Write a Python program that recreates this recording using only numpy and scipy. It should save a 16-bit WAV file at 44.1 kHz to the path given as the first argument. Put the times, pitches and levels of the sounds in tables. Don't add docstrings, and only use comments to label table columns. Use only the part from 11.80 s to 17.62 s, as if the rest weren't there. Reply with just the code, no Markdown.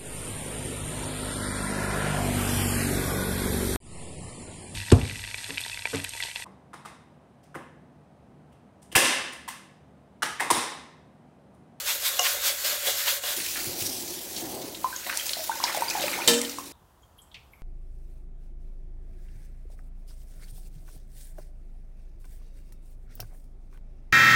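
import sys
import numpy as np
from scipy import signal
from scipy.fft import rfft, irfft
from scipy.io import wavfile
from scipy.ndimage import map_coordinates

SR = 44100
rng = np.random.default_rng(int(sys.argv[2]) if len(sys.argv) > 2 else 0)


def file_out(sig):
    cols = np.atleast_2d(sig).T
    lim = np.clip(cols, -1, 1)
    pcm = np.round(lim * 32767).astype(np.int16)
    wavfile.write(sys.argv[1], SR, pcm)


N = 256662
TIME = np.arange(N) / SR

# (top speed [s], hiss [dB], rise [s], fall [s], dig from pressing down [dB], sheet shudder [dB])
STROKES = [(0.096, -29.5, 0.026, 0.042, -31.5, -59), (0.269, -26.5, 0.022, 0.023, -65, -56),
           (0.46, -28, 0.026, 0.066, -21.5, -42.5), (0.682, -26, 0.038, 0.024, -38, -41.5),
           (0.849, -28.5, 0.0044, 0.065, -41, -39), (1.08, -28, 0.025, 0.032, -42, -36.5),
           (1.2, -31.5, 0.031, 0.038, -79, -54), (1.286, -27.5, 0.019, 0.054, -24, -38.5),
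           (1.485, -34.5, 0.028, 0.071, -42, -41.5)]
# (time [s], level change [dB])
TURNS = [(0.035, -5.5), (0.19, -3.5), (0.59, -2.5), (0.755, -3.5), (0.99, -2), (1.406, -11), (1.56, -3.5)]
# (frequency [Hz], level [dB])
HISS_SPECTRUM = [(300, -30), (1500, 3), (3000, -1.5), (4500, 0.5), (7000, 3.5), (9500, 0), (13500, 4),
                 (16000, -0.5)]
# (frequency [Hz], level [dB])
GRIT_SPECTRUM = [(150, -36), (320, -27), (480, -13), (800, 6), (1300, 4), (2000, 3), (3400, 2.5),
                 (5000, -3), (7500, -8.5), (14000, -13)]
# (frequency [Hz], width [Hz], rubbed [dB], knocked [dB])
PRESSED_MODES = [(484, 15, -9.5, -11), (576.5, 51, 3, -3), (705, 52, -8.5, 3.5), (918, 17, -4, -20),
                 (1077, 34, -9, -3), (1375, 65, -13, -4), (1617, 46, -3, -12), (2052, 47, -2.5, -7),
                 (2860, 108, -6.5, 10.5), (3370, 88, -1.5, -30)]
# (time [s], ring [dB], tick [dB])
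BUMPS = [(0.3905, -26.5, -40), (0.3935, -20.5, -16), (1.436, -33, -30)]
# (time [s], level [dB])
JET = [(1.57, -29), (1.67, -31.5), (1.79, -36), (2.67, -39.5), (2.78, -40), (3.02, -43.5), (3.17, -40),
       (3.41, -35.5), (3.87, -38.5), (4.1, -37.5), (4.46, -36.5)]
# (time [s], level [dB])
DRUMMING = [(1.57, -43.5), (1.7, -54), (1.91, -42), (2.47, -47), (2.49, -48.5), (2.63, -40), (2.83, -40),
            (3.25, -58), (3.27, -47.5), (3.37, -58.5), (4.41, -41), (4.46, -44)]
# (time [s], extra spray [dB], extra splashing [dB])
SURGES = [(1.79, 4.5, 12.5), (2.02, 6, -1), (2.16, 4, -9), (2.57, 3.5, 2), (3.44, 3, -2.5), (3.87, 3, 6),
          (4.21, 2.5, 3)]
# (frequency [Hz], level [dB])
SPRAY_SPECTRUM = [(500, -28), (2000, -11), (3200, -5.5), (4500, -2), (6500, -3), (9000, -5), (12000, -4.5),
                  (14500, -5.5), (16000, -2.5)]
# (frequency [Hz], level [dB])
SPLASH_SPECTRUM = [(200, -23.5), (600, -3), (1000, -7.5), (1400, -2.5), (2100, 2), (3200, -4), (4300, -2),
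                   (6000, -16.5), (10000, -17)]
# (frequency [Hz], level [dB])
DROP_SPECTRUM = [(500, -27.5), (1500, -11), (3000, -5), (5500, -2.5), (9000, -3), (15000, -11)]
# (frequency [Hz], level [dB])
DRUM_SPECTRUM = [(40, -17), (90, -11.5), (140, -7.5), (190, -1), (260, -0.5), (330, 6), (480, -3),
                 (700, -6), (950, -10), (1400, -26), (3000, -41.5)]
# (time [s], level [dB])
POUR = [(2.9, -64), (3.26, -50), (3.29, -43.5), (3.7, -52.5), (3.88, -41), (4.05, -44), (4.21, -40),
        (4.58, -42), (4.85, -59)]
# (frequency [Hz], level [dB])
BASIN_SPECTRUM = [(300, -23), (560, 4), (700, -8), (870, 1), (1200, -10.5), (1700, -3.5), (2100, -10),
                  (2600, -6), (3300, -25)]
# (time [s], level [dB], pitch [Hz], T60 [s], pitch rise [octave/s])
BUBBLES = [(3.044, -13, 989, 0.055, 4.5), (3.127, -28.5, 1535, 0.069, 5), (3.1628, -15.5, 6580, 0.01, -4),
           (3.396, -22, 3130, 0.035, 9), (3.569, -26, 683, 0.034, 1), (3.593, -29, 663, 0.12, -3),
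           (3.6949, -16, 905, 0.074, -1), (3.716, -22, 1450, 0.031, 18), (3.802, -19.5, 1025, 0.019, 13.5),
           (3.838, -14.5, 890, 0.038, 15), (3.896, -22, 1050, 0.021, 25), (3.947, -20.5, 825, 0.042, 0.5),
           (3.973, -17.5, 676, 0.035, -11.5), (4.0214, -14.5, 920, 0.052, 1), (4.083, -19, 4680, 0.026, 5),
           (4.108, -23, 2457, 0.045, 5.5), (4.152, -17.5, 807, 0.04, 15), (4.173, -27.5, 824, 0.2, -8.5),
           (4.239, -20, 575, 0.066, 4), (4.2807, -18, 2460, 0.019, 10), (4.3385, -19.5, 2070, 0.027, 13.5),
           (4.388, -23.5, 925, 0.041, 4.5), (4.419, -22, 2450, 0.033, -2), (4.7851, -20, 1043, 0.021, 9)]
# (time [s], level [dB], centre [Hz], T60 [s])
SLAPS = [(1.598, -33.5, 2300, 0.1), (1.757, -33, 1700, 0.088), (1.87, -35.5, 94, 0.12),
         (2.012, -41, 94, 0.28), (2.563, -29.5, 4500, 0.087), (2.947, -29.5, 3440, 0.032),
         (3.2664, -33, 590, 0.066), (3.265, -27.5, 2000, 0.018), (3.296, -23.5, 1630, 0.055),
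         (3.326, -24.5, 1550, 0.04), (3.408, -31, 2030, 0.033), (3.466, -24, 7040, 0.023),
         (3.493, -16, 3360, 0.013), (3.533, -19.5, 3650, 0.024), (3.839, -16, 4630, 0.036),
         (4.1, -23.5, 5180, 0.05), (4.3315, -23.5, 2080, 0.017), (4.649, -25.5, 3560, 0.037),
         (4.695, -29.5, 5490, 0.034)]
# (frequency [Hz], level [dB], ungripped T60 [s])
FREE_MODES = [(172.8, -4.5, 0.2), (239, -2.5, 0.75), (280, -8, 1.7), (347, -6, 0.17), (390.5, -6, 0.21),
              (476.6, 4, 0.66), (598, -9.5, 0.54), (626, -7.5, 0.47), (789, -14.5, 0.18), (877, -13, 0.24),
              (960, -13.5, .3), (1325, -5, .15), (1767, -3, .2), (2085, -12.5, 0.084), (2425, -10, 0.27),
              (2730, -3, 0.15), (3110, -3.5, 0.43), (3130, 1.5, .2), (3640, -3.5, 0.35), (3760, -15, .14),
              (4480, -12, .35), (4818, -5.5, .3), (5426, -0.5, 0.22)]
# (time [s], ring [dB], crack [dB], T60 share left by the grip [1], lowest free pitch [Hz])
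KNOCKS = [(4.4763, -24.5, -15, 1, 120.5), (4.483, -35.5, -15.5, 0.29, 1500), (4.5351, -38.5, -27, .5, 1487)]
# (frequency [Hz], level [dB])
CRACK_SPECTRUM = [(60, -39), (130, -25), (180, -2), (500, -8), (1200, -7.5), (2500, -4.5), (3800, 2.5),
                  (5500, -5), (8000, -1.5), (9500, -7.5), (16000, -9.5)]
# (time [s], level [dB], pitch [Hz], T60 [s], width [Hz])
CLINKS_AND_SIZZLES = [(4.925, -67.5, 3650, 0.3, 397), (5.222, -66, 6840, 0.11, 799),
                      (5.231, -63.5, 3200, 0.13, 250), (5.381, -59, 11300, 0.32, 1790),
                      (5.386, -49, 3190, 0.054, 300), (5.418, -53, 7960, 0.086, 1300),
                      (5.515, -52.5, 3480, 0.061, 800), (5.5432, -42.5, 3230, 0.088, 1980),
                      (5.545, -44, 2480, 0.18, 700), (5.72, -66, 11780, 0.46, 1800),
                      (5.734, -46, 2240, 0.041, 280)]
# (frequency [Hz], level [dB])
HUSH_SPECTRUM = [(15, -45), (25, -28), (43, -11.5), (64, -7), (134, -17.5), (153, -17.5), (301, -25),
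                 (427, -26), (1020, -23), (2280, -41), (3250, -38), (3920, -43), (16000, -43.5)]
# (time [s], level [dB])
HUSH_SWELL = [(1.5, 1), (1.7, 3.5), (3, 1), (5.8, 2.5)]
# (frequency [Hz], T60 [s])
REVERB = [(150, 0.27), (1000, 0.34), (4000, 0.27), (8000, 0.46), (15000, 0.11)]

RINSE_FROM_S, RINSE_TO_S = 1.565, 4.923
HUSH_DB, EDGE_HZ = -60.5, 15900
TURN_S = 0.015
DRAG_HISS_DB, DRAG_DRONE_DB = -33.5, -45.5
RASP_DB, RASP_HZ, RASP_WIDTH_HZ = -1, 4140, 1830
RASP_POWER = 0.29
DIG_S, DIG_HZ, DIG_WIDTH_HZ = 0.015, 2600, 2000
SHUDDER_STRETCH = 2.04
EBB_AT_S, EBB_DB_PER_S = 4.32, 15
SURGE_RISE_S, SURGE_FALL_S = 0.028, 0.05
SPLASH_OF_JET_DB, SPLASH_OF_POUR_DB = -14.5, 2
DROPS_DB, DROPS_POWER = -21, 0.5
PATTER_DB, PATTER_HZ, PATTER_WIDTH_HZ = -46.5, 667, 330
PATTER_POWER = 2.2
PLINK_DB = -6
SPLAT_DB, SPLAT_HZ, SPLAT_T60_S = -20.5, 4500, 0.012
GRIP_AT_S = 4.592
LINGER_DB, LINGER_T60_S = -16, 0.49


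def amp(db):
    return 10 ** (np.asarray(db) / 20)


def unit(x):
    return x / np.sqrt(np.mean(x ** 2) + 1e-20)


def decay(t, t60_s):
    return np.exp(-np.log(1000) * t / t60_s)


def read(points, hz):
    f, value = np.transpose(points)
    return np.interp(np.log(hz + 1), np.log(f + 1), value)


def level(rows):
    return amp(np.interp(TIME, *np.transpose(rows)))


def bell(s, rise_s, fall_s):
    spread_s = np.where(TIME < s, rise_s, fall_s)
    return np.exp(-0.5 * np.minimum(((TIME - s) / spread_s) ** 2, 60))


def add(mix, s, sound):
    part = mix[round(s * SR):][:len(sound)]
    part += sound[:len(part)]


def colour(x, points):
    gain = amp(read(points, np.fft.rfftfreq(len(x), 1 / SR)))
    return unit(irfft(rfft(x) * gain, len(x)))


def resonate(x, hz, width_hz):
    r = np.exp(-np.pi * width_hz / SR)
    return signal.lfilter([1 - r, 0, r - 1], [1, -2 * r * np.cos(2 * np.pi * hz / SR), r * r], x)


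def resonate_twice(x, hz, width_hz):
    return resonate(resonate(x, hz, width_hz), hz, width_hz)


def flutter(per_s, depth_db):
    knots = rng.standard_normal(N)
    return amp(depth_db * np.interp(TIME * per_s, np.arange(N), knots))


def shifting(x, depth_db, span_hz, span_s):
    hz, t, z = signal.stft(x, SR, nperseg=512)
    knots = rng.standard_normal((128, 512))
    grid = np.meshgrid(hz / span_hz, t / span_s, indexing="ij")
    patches = map_coordinates(knots, grid, order=1, mode="mirror")
    return unit(signal.istft(z * amp(depth_db * patches), SR, nperseg=512)[1][:N])


def clicks(per_s, spread_db):
    size = amp(spread_db * np.minimum(rng.exponential(1, N), 4))
    sign = rng.choice([-1, 1], N)
    return unit(size * sign * (rng.random(N) < per_s / SR))


def burst(hz, width_hz, t60_s):
    t = np.arange(SR // 3) / SR
    noise = resonate_twice(rng.standard_normal(len(t)), hz, width_hz)
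    return unit(noise) * decay(t, t60_s)


def bubble(hz, t60_s, rise_oct_per_s, swell_s):
    t = np.arange(int(t60_s * SR) + 2) / SR
    phase = 2 * np.pi * np.cumsum(hz * 2 ** (rise_oct_per_s * t)) / SR
    return np.sin(phase) * decay(t, t60_s) * (1 - np.exp(-t / swell_s))


def froth(low_hz, high_hz, per_s, cycles, spread_db, count):
    out = np.zeros(N)
    for hz in np.geomspace(low_hz, high_hz, count):
        place, size, sign = rng.random((int(per_s * N / SR / count), 3)).T
        impulses = np.sign(sign - 0.5) * amp(-spread_db * np.log(size + 0.055))
        train = np.bincount((place * N).astype(int), impulses, N)
        ring = bubble(hz, cycles / hz, 0.15 * hz / cycles, swell_s=0.5 / hz)
        out += signal.oaconvolve(train, ring * hz)[:N]
    return unit(out)


def wavering(hz, stray_hz, per_s):
    t = np.arange(SR) / SR
    stray = stray_hz * np.interp(t * per_s, np.arange(1000), rng.standard_normal(1000))
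    return rng.choice([-1, 1]) * np.sin(2 * np.pi * np.cumsum(hz + stray) / SR)


def hush():
    return amp(HUSH_DB) * level(HUSH_SWELL) * colour(rng.standard_normal(N), HUSH_SPECTRUM)


def scrubbing():
    fine = shifting(colour(clicks(16000, spread_db=1), HISS_SPECTRUM), depth_db=1.5, span_hz=660, span_s=0.047)
    grit = shifting(colour(clicks(3700, spread_db=2), GRIT_SPECTRUM), depth_db=3.5, span_hz=308, span_s=0.05)
    hiss, drone, dig = amp(DRAG_HISS_DB) ** 2, amp(DRAG_DRONE_DB) ** 2, 0
    for s, hiss_db, rise_s, fall_s, dig_db, drone_db in STROKES:
        hiss = hiss + (amp(hiss_db) * bell(s, rise_s, fall_s)) ** 2
        drone = drone + (amp(drone_db) * bell(s, rise_s, SHUDDER_STRETCH * fall_s)) ** 2
        dig = dig + amp(dig_db) * bell(s, DIG_S, DIG_S)
    moving = amp(sum(db * bell(s, TURN_S, TURN_S) for s, db in TURNS))
    speed = moving * np.sqrt(hiss)
    bite = (speed / speed.max()) ** RASP_POWER
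    rasp = amp(RASP_DB) * speed * bite * unit(resonate(grit, RASP_HZ, RASP_WIDTH_HZ))
    rasp += dig * unit(resonate(grit, DIG_HZ, DIG_WIDTH_HZ))
    slips = clicks(1300, spread_db=1) * flutter(55, depth_db=3)
    sheet = unit(sum(amp(db) * resonate(slips, hz, width_hz) for hz, width_hz, db, _ in PRESSED_MODES))
    bristles = amp(1.5) * speed * fine * flutter(380, depth_db=0.5)
    bristles += amp(-3.5) * rasp * flutter(960, depth_db=0.6)
    return (bristles + np.sqrt(moving * drone) * sheet) * (TIME < RINSE_FROM_S)


def reflections(x):
    taps = rng.standard_normal(SR) * (rng.random(SR) < 0.1)
    taps *= np.arange(SR) > 0.004 * SR
    hz, t, z = signal.stft(taps, SR, nperseg=256)
    tail = signal.istft(z * decay(t, read(REVERB, hz)[:, None]), SR, nperseg=256)[1]
    return signal.fftconvolve(x, tail / np.linalg.norm(tail))[:N]


def bumps(tick_t60_s=0.019, tick_hz=5800):
    out, t = np.zeros(N), np.arange(SR // 4) / SR
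    for s, ring_db, tick_db in BUMPS:
        ring = np.zeros(len(t))
        for hz, width_hz, _, db in PRESSED_MODES:
            mode = np.sin(2 * np.pi * hz * t) * np.exp(-np.pi * width_hz * t)
            ring += amp(db) * rng.choice([-1, 1]) * mode
        add(out, s, amp(ring_db) * ring * (1 - np.exp(-t / 0.0011)))
        add(out, s, amp(tick_db) * burst(tick_hz, 0.58 * tick_hz, tick_t60_s))
    return out


def rinsing(spray_db=1.5, drum_db=0.5):
    ebb = amp(-EBB_DB_PER_S * np.maximum(TIME - EBB_AT_S, 0))
    jet, drumming, pour = ebb * level(JET), ebb * level(DRUMMING), level(POUR)
    fanning = amp(sum(db * bell(s, SURGE_RISE_S, SURGE_FALL_S) for s, db, _ in SURGES))
    frothing = amp(sum(db * bell(s, SURGE_RISE_S, SURGE_FALL_S) for s, _, db in SURGES))

    spray = colour(clicks(12000, spread_db=2.5), SPRAY_SPECTRUM)
    spray = shifting(spray, depth_db=3, span_hz=636, span_s=0.045)
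    spray = amp(spray_db) * jet * fanning * spray * flutter(120, depth_db=2)

    splash = colour(froth(500, 9000, per_s=1700, cycles=57, spread_db=2.5, count=44), SPLASH_SPECTRUM)
    splash = frothing * np.hypot(amp(SPLASH_OF_JET_DB) * jet, amp(SPLASH_OF_POUR_DB) * pour) * splash

    splats = signal.oaconvolve(clicks(39, spread_db=7.5), burst(6000, 12000, 0.011))[:N]
    drops = amp(DROPS_DB) * pour ** DROPS_POWER * colour(splats, DROP_SPECTRUM)

    drum = amp(drum_db) * drumming * colour(clicks(1600, spread_db=2), DRUM_SPECTRUM)
    patter = unit(resonate_twice(clicks(560, spread_db=1.5), PATTER_HZ, PATTER_WIDTH_HZ))
    patter = amp(PATTER_DB) * (drumming / drumming.max()) ** PATTER_POWER * patter
    return spray + splash + drops + drum + patter


def runoff():
    churn = colour(froth(480, 2800, per_s=450, cycles=26, spread_db=4.5, count=30), BASIN_SPECTRUM)
    plinks = froth(1300, 3200, per_s=45, cycles=39, spread_db=3.5, count=16)
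    out = level(POUR) * (amp(-1.5) * churn + amp(PLINK_DB) * plinks)
    for s, db, hz, t60_s, rise_oct_per_s in BUBBLES:
        add(out, s, amp(db) * bubble(hz, t60_s, rise_oct_per_s, swell_s=0.00044))
        add(out, s, amp(db + SPLAT_DB) * burst(SPLAT_HZ, SPLAT_HZ, SPLAT_T60_S))
    for s, db, hz, t60_s in SLAPS:
        add(out, s, amp(db) * burst(hz, 0.63 * hz, t60_s))
    return out


def knocks(crack_t60_s=0.061, rattle_db=-11, rattle_t60_s=0.43, snap_db=10):
    out, t = np.zeros(N), np.arange(SR) / SR
    for s, ring_db, crack_db, free, lowest_hz in KNOCKS:
        grip = amp(-6 * np.clip((s + t - GRIP_AT_S) / 0.012, 0, 1))
        ring = np.zeros(len(t))
        for hz, db, t60_s in FREE_MODES:
            if hz > lowest_hz:
                mode = wavering(hz, stray_hz=0.3 * np.sqrt(hz), per_s=110)
                ring += amp(db) * mode * decay(t, t60_s * free)
        shape = decay(t, crack_t60_s) + amp(rattle_db) * decay(t, rattle_t60_s * free)
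        crack = shape * colour(rng.standard_normal(len(t)), CRACK_SPECTRUM)
        add(out, s, amp(ring_db) * ring * grip * (1 - np.exp(-t / 0.0025)))
        add(out, s, amp(crack_db) * crack)
        add(out, s, amp(crack_db + snap_db) * burst(6500, 3500, 0.0037))
    return out


def clinks_and_sizzles():
    out = np.zeros(N)
    for s, db, hz, t60_s, width_hz in CLINKS_AND_SIZZLES:
        linger = amp(LINGER_DB) * burst(hz, width_hz, LINGER_T60_S)
        add(out, s, amp(db) * (burst(hz, width_hz, t60_s) + linger))
    return out


def scene():
    brush = scrubbing()
    water = rinsing() * (TIME >= RINSE_FROM_S)
    pour = runoff()
    blows = bumps() + knocks()
    light = clinks_and_sizzles()
    sent = amp(-12.5) * brush + amp(-10.5) * water + amp(-8) * pour + amp(-5.5) * blows
    work = brush + water + pour + blows + reflections(sent)
    ending = np.clip((RINSE_TO_S - TIME) / 0.002, 0, 1)
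    return (work * ending + light + amp(-12) * reflections(light) + hush())[None]


def record(dry):
    lowpass = signal.firwin(511, EDGE_HZ, window=("kaiser", 9), fs=SR)
    return signal.oaconvolve(np.clip(dry, -1, 1), lowpass[None], "same")


dry = scene()
out = record(dry)
file_out(out)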